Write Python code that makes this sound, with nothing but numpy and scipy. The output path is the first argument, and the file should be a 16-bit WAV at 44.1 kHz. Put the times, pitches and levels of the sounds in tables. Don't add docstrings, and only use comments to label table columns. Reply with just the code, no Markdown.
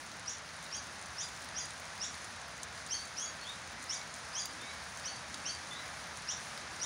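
import sys
import numpy as np
from scipy import signal
from scipy.fft import rfft, irfft, next_fast_len
from scipy.io import wavfile
from scipy.ndimage import uniform_filter1d

SR = 44100
rng = np.random.default_rng(int(sys.argv[2]) if len(sys.argv) > 2 else 0)


def level_to_linear(level):
    exponent = np.asarray(level, float) / 20
    return 10 ** exponent


def wrap_up_sound(samples):
    columns = np.atleast_2d(samples).T
    tamed = np.clip(columns, -1, 1)
    steps = np.round(tamed * 32767).astype(np.int16)
    wavfile.write(sys.argv[1], SR, steps)


N = 302085


# frequency in Hz, relative strength in dB per Hz.
RAIN_COLOUR = [(25, -30), (45, -17), (62, -0.5), (160, -2), (230, -3.5), (384, -10), (632, -2), (1100, -1),
               (1670, 0.5), (2200, -3.5), (2900, -9), (5000, -10.5), (16000, -11)]


def far_rain():
    far = shape(rng.standard_normal(N), RAIN_COLOUR)
    low = lowpass(far, 6800)
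    below_top = lowpass(far, 11500)
    treble = below_top - low
    top = far - below_top
    deep = band(low, 193, 470)

    swell, gusts = walk(0.84), walk(9)
    low_part = low * level_to_linear(0.66 * swell + 0.23 * walk(6))
    thuds = deep * (level_to_linear(2.3 * walk(6)) - 1)
    treble_part = treble * level_to_linear(0.8 * swell + 1.2 * gusts + 1.5 * walk(30))
    top_part = top * level_to_linear(0.55 * swell + 1.0 * gusts + 1.2 * walk(10) + 2.0 * walk(40))
    return level(low_part + thuds + treble_part + top_part, -44)


# start in seconds, then the levels of body, tick and fizz in dB,
# each taken over the first 2 ms, before the microphone.
LOUD_DROPS = [(.1956, -55, -40, -41), (.6271, -52, -39, -35), (.7673, -54, -38, -42),
              (1.0142, -56, -39.5, -51), (1.0252, -56, -39, -40), (1.2871, -52, -45, -36),
              (1.4063, -55, -49, -35), (1.4447, -56, -49, -32), (1.4876, -46, -40, -49),
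              (1.6557, -52, -37, -38), (1.7061, -48, -37, -55), (1.7984, -54, -40, -31),
              (1.9775, -51, -49, -34), (2.1431, -44.5, -42, -46), (2.2444, -50, -35.5, -39),
              (2.4814, -56, -56, -36), (2.6315, -42, -30.5, -29), (2.8635, -51, -36, -43),
              (2.874, -50, -47, -32), (3.0541, -53, -39, -36), (3.4931, -50, -54, -38),
              (3.8403, -51, -38, -33), (3.941, -54, -37, -40), (4.0144, -45, -46, -48),
              (4.1406, -46, -36, -49), (4.1615, -55, -42, -36), (4.4559, -40.5, -34, -20.5),
              (4.9732, -55, -39, -33), (5.3429, -38.5, -35, -35), (5.5484, -52, -40, -45),
              (5.735, -54, -42, -56), (6.0707, -55, -57, -36), (6.172, -53, -38, -51),
              (6.5756, -41, -52, -34)]


def near_drops():
    return patter(count=750, body_db=-65, tick_db=-55, fizz_db=-53, spread_db=3.6,
                  colour_db=10) + splashes(LOUD_DROPS)


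def patter(count, body_db, tick_db, fizz_db, spread_db, colour_db):
    chance = rng.random((count, 5))
    start_s = chance[:, 0] * N / SR
    size_db = -spread_db * np.log(1 - 0.97 * chance[:, 1:2])
    colour = colour_db * (chance[:, 2:] - 0.5)
    parts_db = size_db + colour + [body_db, tick_db, fizz_db]
    return splashes(np.column_stack([start_s, parts_db]))


# low edge in Hz, high edge in Hz, decay time of the spray in seconds.
SPLASH_PARTS = [(3500, 5850, .004), (7230, 11000, .007), (11600, 17000, .009)]


def splashes(drops):
    out, t = np.zeros(N), np.arange(1024) / SR
    noise = rng.standard_normal((len(drops), 1024))
    parts = []
    for lo_hz, hi_hz, spray_s in SPLASH_PARTS:
        decay = np.exp(-t / 0.0012) + 0.49 * np.exp(-t / spray_s)
        parts.append(band(noise * decay, lo_hz, hi_hz))
    for k, (s, *parts_db) in enumerate(drops):
        for part, db in zip(parts, parts_db):
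            first_2_ms = np.sqrt(np.mean(part[k][:88] ** 2))
            add(out, part[k] * level_to_linear(db) / first_2_ms, s)
    return out


# frequency in Hz, gain in dB.
BEAK_GAIN = [(3400, 2), (4900, -2.5), (5800, 1), (6500, -0.5), (7500, 2.5), (9800, 2.5), (10800, -7),
             (13000, -24)]


def near_birds():
    out = np.zeros(N)
    rising_chirps(out)
    held_notes(out)
    answers(out)
    return shape(out, BEAK_GAIN)


# start in seconds, length in seconds, top pitch in Hz, then base levels in dB
CHIRPS = [(0.254, .058, 3730, -40.5, -53), (.708, 0.055, 3500, -41, -51), (1.164, 0.062, 3850, -41, -50),
          (1.54, 0.056, 3540, -40.5, -51), (1.996, .057, 3900, -38.5, -49),
          (2.886, 0.058, 3280, -40, -47.5), (3.155, 0.1, 3406, -41, -50), (3.88, 0.058, 3780, -38.5, -49),
          (4.328, .069, 3470, -39, -47), (5.033, .05, 3400, -42.5, -44.5), (5.435, 0.055, 3320, -42, -43),
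          (6.266, .055, 3870, -39, -45.5), (6.792, .055, 3850, -37, -46.5)]
# pitch in Hz, level added in dB.
SECOND_BY_PITCH = [(2300, -13.5), (2620, -8.5), (2780, -0.5), (3150, -3.5), (3400, -4.5), (3800, -5.5)]
# pitch in Hz, level added in dB.
FIRST_BY_PITCH = [(2300, -17), (2780, -8), (3150, -2.5), (3400, -2.5), (3800, 3.5)]


def rising_chirps(out):
    start_hz, rise_hz_per_s, knee_hz, bend = 2300, 21500, 3090, 0.445
    knee_s = (knee_hz - start_hz) / rise_hz_per_s
    for s, length, top_hz, second_db, first_db in CHIRPS:
        t = np.arange(0, length, 1 / SR)
        ease = max(rise_hz_per_s * (length - knee_s) / (top_hz - knee_hz), 1) ** bend
        beyond = np.clip((t - knee_s) / (length - knee_s), 0, 1)
        climb = np.minimum(start_hz + rise_hz_per_s * t, knee_hz)
        hz = climb + (top_hz - knee_hz) * (1 - (1 - beyond) ** ease)
        second = second_db + np.interp(hz, *np.transpose(SECOND_BY_PITCH))
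        first = first_db + np.interp(hz, *np.transpose(FIRST_BY_PITCH))
        sing(out, s, t, hz, second, first, edge_s=0.003)


# start in seconds, length in seconds, first pitch in Hz, held pitch in Hz,
# second harmonic in dB at the start, before flutter, echoes and beak.
HELD_NOTES = [(0.763, .025, 2343, 2380, -49), (1.22, .025, 2405, 2390, -46.5),
              (1.597, .025, 2460, 2400, -43), (2.935, .048, 2136, 2330, -41.5),
              (3.258, .022, 2280, 2310, -47.5), (3.41, .03, 2145, 2216, -54), (3.94, .02, 2470, 2410, -46),
              (4.392, 0.032, 2400, 2378, -41.5), (5.078, 0.04, 2170, 2330, -45),
              (5.487, .042, 2166, 2340, -44)]


def held_notes(out):
    hook_s, sag_db_per_s, first_below_second_db = 0.013, -130, -23
    for s, length, first_hz, held_hz, db in HELD_NOTES:
        t = np.arange(0, length, 1 / SR)
        hz = held_hz + (first_hz - held_hz) * np.exp(-t / hook_s)
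        second_db = db + sag_db_per_s * t
        sing(out, s, t, hz, second_db, second_db + first_below_second_db, edge_s=0.0028)


# start in seconds, length in seconds, first pitch in Hz,
# last pitch in Hz, fundamental in dB before flutter, echoes and beak.
ANSWERS = [(3.435, .105, 3020, 4060, -53.5), (4.596, .13, 3530, 4010, -59), (5.702, .05, 3450, 3640, -52.5),
           (5.753, 0.0545, 3760, 4040, -55.5)]


def answers(out):
    for s, length, first_hz, last_hz, db in ANSWERS:
        t = np.arange(0, length, 1 / SR)
        hz = first_hz + (last_hz - first_hz) * (t / length) ** 0.85
        sing(out, s, t, hz, second_db=db - 13, first_db=db, edge_s=0.012)


# harmonic number, level in dB relative to the second harmonic.
UPPER_HARMONICS = [(3, -17), (4, -15)]


def sing(out, s, t, hz, second_db, first_db, edge_s):
    flutter = level_to_linear(2.6 * walk(349, len(t)))
    waver = 1 + 0.0089 * walk(202, len(t))
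    phase = 2 * np.pi * np.cumsum(hz * waver) / SR
    upper = np.sin(2 * phase) + sum(level_to_linear(db) * np.sin(k * phase) for k, db in UPPER_HARMONICS)
    harmonics = level_to_linear(second_db) * upper + level_to_linear(first_db) * np.sin(phase)
    tone = np.sqrt(2) * fade(t, edge_s) * flutter * harmonics
    echoed = echoes(tone, direct_db=-3.5, near_db=-3, near_s=0.011, far_db=1, t60_s=0.51, reach_s=0.1)
    add(out, echoed, s)


# start in seconds, length in seconds, first pitch in Hz,
# last pitch in Hz, level in dB before the echoes.
WHISTLES = [(3.7, .1, 2340, 2350, -63), (3.73, 0.14, 2055, 2020, -55.5), (3.9, 0.146, 2290, 2214, -59),
            (4.62, 0.17, 2265, 2210, -57.5), (5.679, 0.168, 1993, 2067, -56), (5.8, 0.14, 2340, 2300, -65)]


def far_bird():
    out = np.zeros(N)
    for s, length, first_hz, last_hz, db in WHISTLES:
        t = np.arange(0, length, 1 / SR)
        phase = 2 * np.pi * np.cumsum(np.linspace(first_hz, last_hz, len(t))) / SR
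        add(out, np.sqrt(2) * level_to_linear(db) * fade(t, edge_s=0.017) * np.sin(phase), s)
    return echoes(out, direct_db=0.5, near_db=-1, near_s=0.015, far_db=2, t60_s=0.68, reach_s=0.2)[:N]


# frequency in Hz, gain of the echoes in dB.
LEAF_SCATTER = [(3000, -4), (4600, -1), (6000, 0), (9000, 1.5)]


def echoes(x, direct_db, near_db, near_s, far_db, t60_s, reach_s):
    t = np.arange(int(0.4 * SR)) / SR
    near = rng.standard_normal(len(t)) * np.exp(-t / near_s)
    far = rng.standard_normal(len(t)) * level_to_linear(-60 * t / t60_s) / (1 + (t / reach_s) ** 3)
    response = shape(level_to_linear(near_db) * even(near) + level_to_linear(far_db) * even(far), LEAF_SCATTER)
    response[0] += level_to_linear(direct_db)
    return signal.fftconvolve(x, response)


# centre in Hz, width in Hz, level in dB before the microphone.
RUMBLE_TONES = [(60, 10, -83), (80, 9.6, -68), (161, 14.5, -70)]


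def rumble():
    out = np.zeros(N)
    for hz, width_hz, db in RUMBLE_TONES:
        tone = band(rng.standard_normal(N), hz - width_hz / 2, hz + width_hz / 2)
        out += level(tone, db)
    return out


def shape(x, points):
    size = next_fast_len(len(x))
    hz, db = np.transpose(points)
    bins = np.maximum(np.arange(size // 2 + 1) * SR / size, 1)
    gain = level_to_linear(np.interp(np.log(bins), np.log(hz), db))
    return irfft(rfft(x, size) * gain, size)[:len(x)]


def band(x, lo_hz, hi_hz):
    edges = [lo_hz, min(hi_hz, 0.45 * SR)]
    return signal.sosfilt(signal.butter(2, edges, "bandpass", fs=SR, output="sos"), x)


def lowpass(x, hz):
    return signal.sosfiltfilt(signal.butter(3, hz, fs=SR, output="sos"), x)


def level(x, db):
    return x * level_to_linear(db) / np.sqrt(np.mean(x ** 2))


def add(out, x, s):
    i = int(s * SR)
    out[i:i + len(x)] += x[:len(out) - i]


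def walk(rate, size=N):
    k = int(SR / rate)
    steps = np.repeat(rng.standard_normal(size // k + 1), k)[:size]
    return 1.3 * uniform_filter1d(uniform_filter1d(steps, k), k)


def fade(t, edge_s):
    to_nearest_end = np.minimum(t - t[0], t[-1] - t)
    return np.sin(np.pi / 2 * np.clip(to_nearest_end / edge_s, 0, 1)) ** 2


def even(response):
    z = rfft(response)
    return irfft(z / np.sqrt(uniform_filter1d(np.abs(z) ** 2, size=60)), len(response))


def scene():
    mono = far_rain() + near_drops() + near_birds() + far_bird() + rumble()
    return np.array([mono, mono])


# frequency in Hz, gain in dB.
PORT_GAIN = [(3000, -0.5), (4200, 2), (6400, 2), (7000, -3), (8080, -11), (9460, -3), (10300, -9),
             (11700, -23.5), (13900, -31), (14600, -24), (15700, -25), (16300, -60)]


def microphone_port(x):
    return shape(x, PORT_GAIN)


def low_pass(x):
    return signal.sosfilt(signal.butter(12, 16340, fs=SR, output="sos"), x)


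def record(dry):
    mono = microphone_port(dry[0])
    return low_pass(np.array([mono, mono]))


dry = scene()
out = record(dry)
wrap_up_sound(out)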